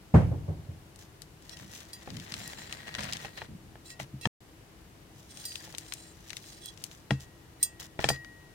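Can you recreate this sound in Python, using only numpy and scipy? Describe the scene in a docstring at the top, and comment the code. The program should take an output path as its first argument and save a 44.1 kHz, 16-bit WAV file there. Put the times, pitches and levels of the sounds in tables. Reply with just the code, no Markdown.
"""Gritty soil runs off a steel trowel around a bulb in a plastic pot, outdoors and close to the microphone.
Crumbs and grit are showers of tiny noise clicks, pebbles are filtered bursts, and lumps swell in low noise.
The blade scrapes and clinks in decaying sine modes; it knocks on the pot, which thumps in its tub.
A distant bang of low swings and noise echoes at the start, over a steady rumble, hiss and hum.
Halfway, the sound cuts out briefly between two scoops."""
import sys
import numpy as np
from scipy import signal
from scipy.fft import rfft, irfft, next_fast_len
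from scipy.io import wavfile

SR = 44100
rng = np.random.default_rng(int(sys.argv[2]) if len(sys.argv) > 2 else 0)


def transcribe(u):
    """Save the signal u as a 16-bit wav file named by the first command-line argument.

    u: samples, shape (n,) or (channels, n), limited to [-1, 1]; the rate is SR.
    q: integer samples, one column per channel.
    """
    v = np.clip(np.atleast_2d(u).T, -1, 1)
    q = np.round(v * 32767).astype(np.int16)
    wavfile.write(sys.argv[1], SR, q)


N = 376613
TIME = np.arange(N) / SR

# Steady air of the place: (frequency [Hz], relative density [dB per Hz])
AIR_SPECTRUM = [(15, -23.5), (25, 0), (102, -4), (190, -6.5), (223, -13), (326, -8), (363, -14.5),
                (394, -11), (545, -17), (695, -16.5), (1330, -21.5), (1940, -22), (2220, -23.5),
                (14400, -34), (16000, -38)]
# Distant machinery: (frequency [Hz], level [dB])
HUM_TONES = [(102, -66), (151, -67.5), (329, -65), (2930, -78.5)]
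# Likeness of surrounding sound at the two ports: (frequency [Hz], correlation [-1 to 1])
PORT_LIKENESS = [(100, 0.9), (300, 0.8), (700, 0.28), (1400, -0.069), (3000, -0.0032), (16000, -0.071)]
# Lean of close sound from the pot: (frequency [Hz], left over right [dB])
NEAR_LEAN = [(200, 5.5), (600, -3.5), (1400, 3.5), (3000, 4.5), (5500, 26.5), (9000, 32.5), (14000, -12)]

# Distant bang, then its echoes off buildings: (time [s], relative level [dB], low-pass corner [Hz])
BANG_ECHOES = [(.139, -12.5, 6000), (0.221, -33.5, 1200), (.311, -28.5, 444), (.478, -31.5, 527),
               (.56, -42.5, 293), (0.681, -38, 193)]
# Low pressure swings of the bang: (frequency [Hz], relative level [dB], t60 [s])
BLAST_SWINGS = [(84.7, 3, 0.14), (160.4, -4, 0.18)]
# Roar of the bang: (frequency [Hz], relative density [dB per Hz])
ROAR_SPECTRUM = [(40, -26), (100, -3.5), (170, -3), (240, -11.5), (420, -10.5), (620, -12.5), (830, -14.5),
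                 (1200, -26), (2200, -34.5), (3800, -49.5), (8000, -53), (15000, -57)]
# Dying of the roar: (frequency [Hz], t60 [s])
ROAR_DECAY = [(60, 1), (200, 0.27), (700, 0.22), (3000, 0.37), (10000, 0.48)]

# Trowel against the pot: (time [s], relative wall level [dB], hardness as low-pass [Hz], thump level [dB])
POT_KNOCKS = [(2.074, -22.5, 940, -49), (3.247, -24.5, 2220, -47), (3.417, -24, 1700, -45),
              (3.755, -37, 1620, -65), (3.999, -26, 2500, -30), (4.13, -60.5, 390, -26.5),
              (4.2547, -14, 3350, -16), (5.675, -33.5, 855, -76), (5.74, -34.5, 1400, -65),
              (7.107, -13, 2570, -12.5), (7.991, -17.5, 1760, -55), (8.042, -12, 3900, -24),
              (8.088, -15, 5700, -29), (8.1005, -12, 1320, -23.5)]
# Modes of the plastic wall: (mean frequency [Hz], relative level [dB], t60 [s])
WALL_MODES = [(375, -17, 0.047), (470.5, -19, 0.11), (570, -2, 0.015), (701, -6.5, 0.034), (848, -4, 0.035),
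              (1073, -10, 0.023), (1370, -8.5, 0.028), (1620, -2, 0.014), (1872, 4, 0.021), (2360, 7, 0.01),
              (2820, 6, 0.011), (3264, 5, 0.014), (4010, -2, 0.016), (5180, -1, 0.0084)]
# Filled pot rocking in its tub: (frequency [Hz], relative level [dB], t60 [s])
TUB_MODES = [(77, -19.5, 0.32), (134, 0, 0.16), (200.7, 0, 0.081), (292.5, -7.5, 0.1)]

# Modes of the bare blade: (frequency [Hz], relative level [dB], t60 [s], left over right [dB])
BLADE_MODES = [(1902, -9, 0.95, 4), (2672, -17, 0.38, -13.5), (3330, -7, 0.16, -10.5),
               (4040, 4.5, 0.073, 2), (4790, -2, 0.15, 2), (5460, -7.5, .17, 1), (5530, 1.5, 0.05, -9),
               (6560, -9, .17, -13.5), (7250, -14, 0.17, 17.5), (7860, -24, .17, 8), (8330, -16, 0.21, 5),
               (8600, 6.5, 0.065, -1), (9700, -12.5, .15, -5), (10610, -6, .11, 4), (11110, -16, .09, -26),
               (13370, -22, .13, 2), (13790, -4, 0.1, -9), (15310, -17, .12, -3)]
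# Steel struck by a stone or the rim:
# (time [s], relative ring [dB], tilt [dB per octave], favoured tone [Hz], relative clash [dB])
STEEL_CLINKS = [(1.932, -45, 2, 4800, -44), (4.212, -49, 0, 2650, -47), (5.453, -40, 5, 4800, -37),
                (7.107, -46, -2.5, 2700, -58), (7.6283, -31, 6, 8600, -15), (8.089, -32, 2.5, 4800, -17),
                (8.103, -47, -9, 1900, -40)]
# Grit along the steel: (time [s], length [s], level [dB], tilt [dB per octave], favoured tone [Hz])
GRIT_SCRAPES = [(1.499, 0.053, -54, -3, 5760), (2.3, 0.54, -51, -2.5, 7300), (2.62, 0.82, -54.5, 0, 1900),
                (3.338, 0.1, -55.5, -3, 4020), (3.839, .11, -51, -1, 7400),
                (4.21, 0.054, -47.5, -1.5, 2650), (5.275, 0.18, -56.5, 7, 3160),
                (5.439, 0.18, -46.5, 11, 4800), (5.745, 0.43, -55, 6, 7600), (6.38, 0.24, -57, 4, 4400),
                (6.596, .12, -54, 4, 3300), (7.589, 0.062, -50, 1, 1900)]

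# Two scoops running off the blade: (time [s], relative coarse crumbs [dB], relative fine grit [dB])
SOIL_POURS = [
    [(1.4, -67, -47), (1.51, -60, -60), (1.65, -65.5, -58.5), (2.05, -65, -63.5), (2.17, -60, -59),
     (2.42, -54.5, -53.5), (2.53, -55, -56.5), (2.78, -56, -68), (3.12, -55.5, -61), (3.24, -53, -53.5),
     (3.41, -74, -90), (3.52, -58, -69)],
    [(5.1, -78, -62), (5.27, -76, -60.5), (5.396, -63.5, -55.5), (5.518, -68, -51), (5.628, -59, -55),
     (5.766, -67, -60), (5.92, -67.5, -63), (6.07, -71, -68.5), (6.324, -69, -56.5), (6.494, -67.5, -56.5),
     (6.638, -72.5, -69), (6.93, -69, -57.5), (7.08, -88, -65)],
]
# Clumps letting go at once: (time [s], length [s], relative coarse crumbs [dB], relative fine grit [dB])
SOIL_SPILLS = [(0.984, 0.089, -66, -56.5), (1.721, 0.089, -61, -51), (2.871, 0.029, -54, -58),
               (2.979, .19, -48, -56.5), (3.368, 0.1, -53, -58), (3.992, 0.059, -46.5, -50),
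               (7.197, 0.062, -66, -55.5), (7.795, 0.077, -53.5, -47), (7.997, 0.18, -47.5, -50.5)]
# Lumps landing in the pot: (time [s], relative level [dB], length [s])
SOIL_CLODS = [(1.606, -48, 0.096), (2.085, -37.5, 0.14), (2.32, -46.5, 0.15), (2.973, -53, 0.25),
              (3.484, -39, 0.097), (3.624, -49.5, 0.17)]
# Dull landing on the pot: (frequency [Hz], relative density [dB per Hz])
THUD_SPECTRUM = [(40, -7), (90, -0.5), (150, 3), (220, -0.5), (330, -11.5), (600, -24), (1500, -56)]
# Single stones: (time [s], relative level [dB], centre [Hz], left over right [dB])
LONE_PEBBLES = [(.9592, -40.5, 6640, 7), (1.2192, -33, 5940, 13.5), (1.494, -33, 4660, 10.5),
                (1.5703, -36, 4300, 10), (2.1036, -33, 3260, 10.5), (2.168, -32.5, 4230, 8),
                (2.1987, -31.5, 4270, 8), (2.3212, -25, 3860, 8.5), (2.3398, -20.5, 3600, 3),
                (2.4765, -27.5, 8500, 2), (2.7256, -22, 3500, 5.5), (2.9412, -27, 3200, 1),
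                (2.9502, -22, 2780, 5.5), (3.006, -26.5, 4080, 3), (3.125, -20, 4150, 3),
                (3.133, -20, 4500, 4), (3.1685, -26.5, 4100, 8), (3.9035, -32.5, 4770, -5),
                (5.3725, -34, 5000, 11), (5.5561, -24, 3970, 11), (5.749, -30.5, 3380, 10),
                (5.7826, -22, 6450, 5.5), (5.9224, -23.5, 3400, 8), (5.9369, -25, 6800, 9),
                (6.304, -26.5, 3400, 10), (6.331, -29.5, 3480, 8), (6.368, -26, 5030, 8.5),
                (6.6582, -27, 11400, 4), (6.7747, -42, 4930, 16), (6.8393, -21.5, 7140, 7.5),
                (6.9132, -39, 3160, 9), (8.2467, -36, 2860, 14)]
# Coarse crumbs: (frequency [Hz], relative density [dB per Hz])
CRUNCH_SPECTRUM = [(240, -28), (450, -2), (750, 3), (1100, -1), (1500, -2), (1900, 3.5), (2300, -2.5),
                   (3000, -3.5), (4100, -6.5), (5900, -22.5), (15000, -41)]
# Fine grit: (frequency [Hz], relative density [dB per Hz])
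GRIT_SPECTRUM = [(1500, -43), (3000, -5), (4200, -7.5), (6500, -3), (9000, -10.5), (12000, -13.5),
                 (15500, -14)]
# Silence between the scoops: (start [s], end [s])
SILENCE = (4.2733, 4.405)

# Loose soil shivers after a hit: level against the hit [dB], t60 after a knock [s]
SETTLE_DB, SETTLE_T60 = -19, 0.17
# Small stones carried by a pour: rate [1/s], level above the flow [dB], spread [dB], median centre [Hz]
STONES_PER_S, STONE_DB, STONE_SPREAD_DB, STONE_HZ = 15, 10.5, 7.5, 4300
POUR_FADE_S, SPILL_RISE_S = 0.18, 0.0063
LOW_CUT_HZ, EDGE_HZ = 48, 16100  # lower and upper limits of the microphone sound


def amp(db):
    """Decibels to gain."""
    return 10 ** (np.asarray(db) / 20)


def unit(x):
    """Scales to rms 1."""
    return x / np.sqrt(np.mean(x ** 2) + 1e-20)


def read(points, hz):
    """Reads a table on a log-frequency axis."""
    f, value = np.transpose(points)
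    return np.interp(np.log(hz + 1), np.log(f + 1), value)


def pan(db):
    """Left and right gains for a left-over-right level difference."""
    return amp(np.array([[0.5], [-0.5]]) * db)


def add(mix, s, sound):
    """Mixes a sound in at time s."""
    part = mix[:, round(s * SR):][:, :sound.shape[1]]
    part += sound[:, :part.shape[1]]


def colour(x, spectrum, near=False):
    """Applies a spectrum, and the left-right lean of the close pot if near."""
    size = next_fast_len(x.shape[1], True)
    hz = np.fft.rfftfreq(size, 1 / SR)
    gain = amp(read(spectrum, hz))
    if near:
        gain = gain * pan(read(NEAR_LEAN, hz))
    return irfft(rfft(x, size) * gain, size)[:, :x.shape[1]]


def soften(x, hz, kind="low", order=2):
    """Causal low-pass or high-pass."""
    corner = np.clip(hz, 20, SR / 2 - 500)
    return signal.sosfilt(signal.butter(order, corner, kind, fs=SR, output="sos"), x)


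def diffuse(count):
    """Noise from all around: much alike at both ports only in the bass."""
    size = next_fast_len(count, True)
    a, b = rfft(rng.standard_normal((2, size)))
    same = np.clip(read(PORT_LIKENESS, np.fft.rfftfreq(size, 1 / SR)), -1, 1)
    return irfft([a, same * a + np.sqrt(1 - same ** 2) * b], size)[:, :count]


def dying(t, t60):
    """Falls 60 dB in t60 seconds."""
    return np.exp(-np.log(1000) * t / t60)


def sine(hz, t):
    """A steady tone."""
    return np.sin(2 * np.pi * hz * t)


def drift(per_s, count):
    """Slow random wandering of rms about 1, through per_s random points a second."""
    knots = rng.standard_normal(int(count / SR * per_s) + 3)
    return 1.2 * np.interp(np.arange(count) / SR * per_s, np.arange(len(knots)), knots)


def grains(per_s, spread_db, t60, kinds=8):
    """Random tiny impacts of uneven size, each kind with its own brief rattle."""
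    t, out = np.arange(512) / SR, np.zeros((2, N))
    for _ in range(kinds):
        where, size = rng.random((2, int(per_s * N / SR / kinds)))
        size_db = spread_db * np.minimum(-np.log(1 - size), 4)
        clicks = np.bincount((where * N).astype(int), amp(size_db), N)
        rattle = unit(rng.standard_normal((2, len(t))) * dying(t, t60))
        out += signal.oaconvolve(clicks[None], rattle, axes=1)[:, :N]
    return out


def outdoors(air_db=-53.5, waver_hz=3.97, lean_db=2.5):
    """Steady distant rumble and hiss from filtered noise, with a faint hum of wavering tones."""
    hum = 0
    for hz, db in HUM_TONES:
        cycles = np.cumsum(hz + waver_hz * drift(15, N)) / SR
        hum = hum + amp(db) * np.sin(2 * np.pi * cycles)
    return amp(air_db) * unit(colour(diffuse(N), AIR_SPECTRUM)) * pan(lean_db) + hum


def rolling(level_db=-43, t60=1.65):
    """The bang rolls away as a faint long rumble of dying noise."""
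    out, t = np.zeros((2, N)), np.arange(2 * SR) / SR
    rumble = unit(colour(diffuse(len(t)), ROAR_SPECTRUM)) * dying(t, t60)
    add(out, BANG_ECHOES[0][0], amp(level_db) * rumble)
    return out


def bang(rise=0.0045, swell=0.017, blast_db=11.0):
    """A far bang: low pressure swings and scattered roar, returning from buildings as duller echoes."""
    out, t = np.zeros((2, N)), np.arange(SR) / SR
    swings = sum(amp(db + blast_db) * sine(hz, t) * dying(t, t60) for hz, db, t60 in BLAST_SWINGS)
    blast = swings * (1 - np.exp(-t / swell))
    for s, db, dull_hz in BANG_ECHOES:
        noise = unit(colour(diffuse(SR), ROAR_SPECTRUM))
        hz, age, z = signal.stft(noise, SR, nperseg=512)
        z = z * dying(age, read(ROAR_DECAY, hz)[:, None])  # each band dies at its own rate
        roar = signal.istft(z, SR, nperseg=512)[1][:, :SR] * (1 - np.exp(-t / rise))
        add(out, s, amp(db) * soften(roar + blast, dull_hz, order=1))
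    return out


def knocks(wall_db=-7.0, crack_db=7.0, crack_t60=0.0057, wall_rise=0.0008, thump_rise=0.014):
    """The plastic wall clacks and shakes the soil, while the whole pot swells into a low thump."""
    wall, thump, t = np.zeros((2, N)), np.zeros((2, N)), np.arange(SR // 4) / SR
    rock = sum(amp(db) * dying(t, t60) * sine(hz, t) for hz, db, t60 in TUB_MODES)
    rock = rock * (1 - np.exp(-t / thump_rise))
    for s, db, hard_hz, thump_db in POT_KNOCKS:
        clack = 0
        for hz, mode_db, t60 in WALL_MODES:
            # every blow lands on another spot, so the modes shift; the ports differ more in the treble
            shifted_hz = hz * (1 + 0.037 * rng.standard_normal())
            phase = 2 * np.pi * rng.random() + hz / 2500 * rng.standard_normal((2, 1))
            clack = clack + amp(mode_db) * dying(t, t60) * np.sin(2 * np.pi * shifted_hz * t + phase)
        crack = rng.standard_normal((2, len(t)))
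        crack *= dying(t, crack_t60) + amp(SETTLE_DB) * dying(t, SETTLE_T60)
        blow = (clack + amp(crack_db) * crack) * (1 - np.exp(-t / wall_rise))
        add(wall, s, amp(db + wall_db) * soften(blow, hard_hz))
        add(thump, s, amp(thump_db) * pan(1.2) * rock)
    return colour(wall, [(100, 13.0), (500, 2.5), (16000, -3.0)], near=True) + thump


def blade(tilt_db, favoured_hz, damping=1, favour_db=9.0, reach=0.089, count=SR):
    """Steel modes: the spot touched favours tones within a reach [octaves], and soil lying on it damps them."""
    t, ring = np.arange(count) / SR, 0
    for k, (hz, db, t60, side_db) in enumerate(BLADE_MODES):
        closeness = np.exp(-(np.log2(hz / favoured_hz) / reach) ** 2)
        level_db = db + tilt_db * np.log2(hz / 5000) + favour_db * closeness
        # higher tones reach the two ports out of step
        port_phase = np.array([[0], [min(hz / 3500, np.pi / 2)]])
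        tone = dying(t, t60 / damping) * np.sin(2 * np.pi * hz * t + port_phase)
        ring = ring + (-1) ** k * amp(level_db) * pan(side_db) * tone
    return ring


def clinks(ring_db=-2.5, clash_db=5.5, clash_t60=0.068, rise=0.00017):
    """Struck steel: a noise clash near the favoured tone, over the blade's own ring."""
    out, t = np.zeros((2, N)), np.arange(SR) / SR
    for s, db, tilt_db, favoured_hz, hit_db in STEEL_CLINKS:
        burst = rng.standard_normal((2, SR)) * dying(t, clash_t60)
        clash = soften(soften(burst, 1.04 * favoured_hz, "high"), 0.9 * favoured_hz) * pan(-2.3)
        clink = amp(db + ring_db) * blade(tilt_db, favoured_hz) + amp(hit_db + clash_db) * clash
        add(out, s, clink * (1 - np.exp(-t / rise)))
    return out


def scrapes(damping=2.4, rasp_db=-10, soft_hz=8500, chatter_db=2.5, chatter_per_s=35):
    """Each slide of grit is an uneven rasp of tiny clicks that keeps the softened blade ringing."""
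    out, clicks = np.zeros((2, N)), unit(grains(per_s=3100, spread_db=3.5, t60=0.001))
    for s, length, db, tilt_db, favoured_hz in GRIT_SCRAPES:
        rub = clicks[:, round(s * SR):round((s + length) * SR)]
        rub = amp(db) * rub * signal.windows.tukey(rub.shape[1], 0.5)
        ring = blade(tilt_db, favoured_hz, damping, favour_db=15.5, count=SR // 4)
        ring = soften(ring, soft_hz, order=3)
        add(out, s, signal.fftconvolve(rub, ring / np.linalg.norm(ring[0]), axes=1))
        add(out, s, amp(rasp_db) * soften(rub, 3000, "high"))
    return out * amp(chatter_db * drift(chatter_per_s, N))


def flow():
    """Gains of coarse crumbs and fine grit: two long pours, and spills that start fast and run out."""
    gains = np.zeros((2, N))
    for pour in SOIL_POURS:
        s, *levels = np.transpose(pour)
        fade = np.clip(np.minimum(TIME - s[0], s[-1] - TIME) / POUR_FADE_S, 0, 1)
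        gains += fade * amp([np.interp(TIME, s, db) for db in levels])
    for s, length, coarse_db, fine_db in SOIL_SPILLS:
        t = np.arange(0, length, 1 / SR)
        run = np.minimum(t / SPILL_RISE_S, 1) * (1 - t / length) ** 0.6
        add(gains, s, amp([[coarse_db], [fine_db]]) * run)
    return gains


def clods(coarse, patter_db=-1.0, attack_s=0.006, release=0.71, lump_db=-5.0):
    """Low noise: falling crumbs drum softly on the pot; whole lumps land harder and tumble for a moment."""
    swell = amp(patter_db) * coarse
    for s, db, length in SOIL_CLODS:
        age = TIME - s
        fall = 1 + (length / 2 - age) / (release * length)
        swell = swell + amp(db + lump_db) * np.clip(np.minimum(age / attack_s, fall), 0, 1)
    return unit(colour(diffuse(N), THUD_SPECTRUM)) * swell


def small_stones(coarse, fine, spread_octaves=0.35, side_db=10.0):
    """Stones scattered along each pour, louder when more soil runs: rows like those of LONE_PEBBLES."""
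    rows = []
    for pour in SOIL_POURS:
        start, end = pour[0][0], pour[-1][0]
        draws = rng.standard_normal((int(STONES_PER_S * (end - start)), 4))
        for k, (when, size, pitch, side) in enumerate(draws):
            s = np.clip(start + (end - start) * (k + when) / len(draws), start, end)
            i = round(s * SR)
            flow_db = 20 * np.log10(np.hypot(coarse[i], fine[i]) + 1e-9)
            db = flow_db + STONE_DB + STONE_SPREAD_DB * min(size, 1)
            rows.append((s, db, STONE_HZ * 2 ** (spread_octaves * pitch), side_db + 2 * side))
    return rows


def pebbles(stones, level_db=-8.5, low=0.55, high=1.28, t60=0.0089, rise=0.00026):
    """Each stone is a band of noise: a dry tick, then a faint rattle as it settles."""
    out, t = np.zeros((2, N)), np.arange(SR // 10) / SR
    envelope = dying(t, t60) + amp(SETTLE_DB) * dying(t, SETTLE_T60 / 2)
    envelope *= 1 - np.exp(-t / rise)
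    for s, db, hz, side_db in stones:
        burst = rng.standard_normal((2, len(t))) * envelope
        tick = soften(soften(burst, hz * low, "high"), hz * high)
        tick /= np.sqrt(np.mean(tick[:, :SR // 500] ** 2))  # level set by the first 2 ms
        add(out, s, amp(db + level_db) * pan(side_db) * tick)
    return out


def soil(coarse, fine, crunch_db=6.0, grit_db=2.0, clump_db=2.5, clumps_per_s=70):
    """Showers of tiny impacts: crumbs crunch as they land and fine grit hisses, both in little clumps."""
    landing = unit(colour(grains(per_s=1600, spread_db=4.5, t60=0.012), CRUNCH_SPECTRUM, near=True))
    hiss = unit(colour(grains(per_s=2400, spread_db=4.6, t60=0.006), GRIT_SPECTRUM)) * pan(1.5)
    clumps = amp(clump_db * drift(clumps_per_s, N))
    return clumps * (amp(crunch_db) * coarse * landing + amp(grit_db) * fine * hiss)


def scene():
    """All sources together; the flow of soil drives the crunch, the drumming and the small stones."""
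    coarse, fine = flow()
    around = outdoors() + rolling() + bang()
    trowel = knocks() + clinks() + scrapes()
    stones = pebbles(LONE_PEBBLES + small_stones(coarse, fine))
    return around + trowel + clods(coarse) + stones + soil(coarse, fine)


def record(dry):
    """The microphone's low cut, a short silence between the two scoops, then the band limit."""
    live = (TIME < SILENCE[0]) | (TIME > SILENCE[1])
    sound = soften(dry, LOW_CUT_HZ, "high", order=3) * live
    band_limit = signal.firwin(255, EDGE_HZ, window=("kaiser", 9), fs=SR)
    return signal.oaconvolve(sound, band_limit[None], "same")


dry = scene()
out = record(dry)
transcribe(out)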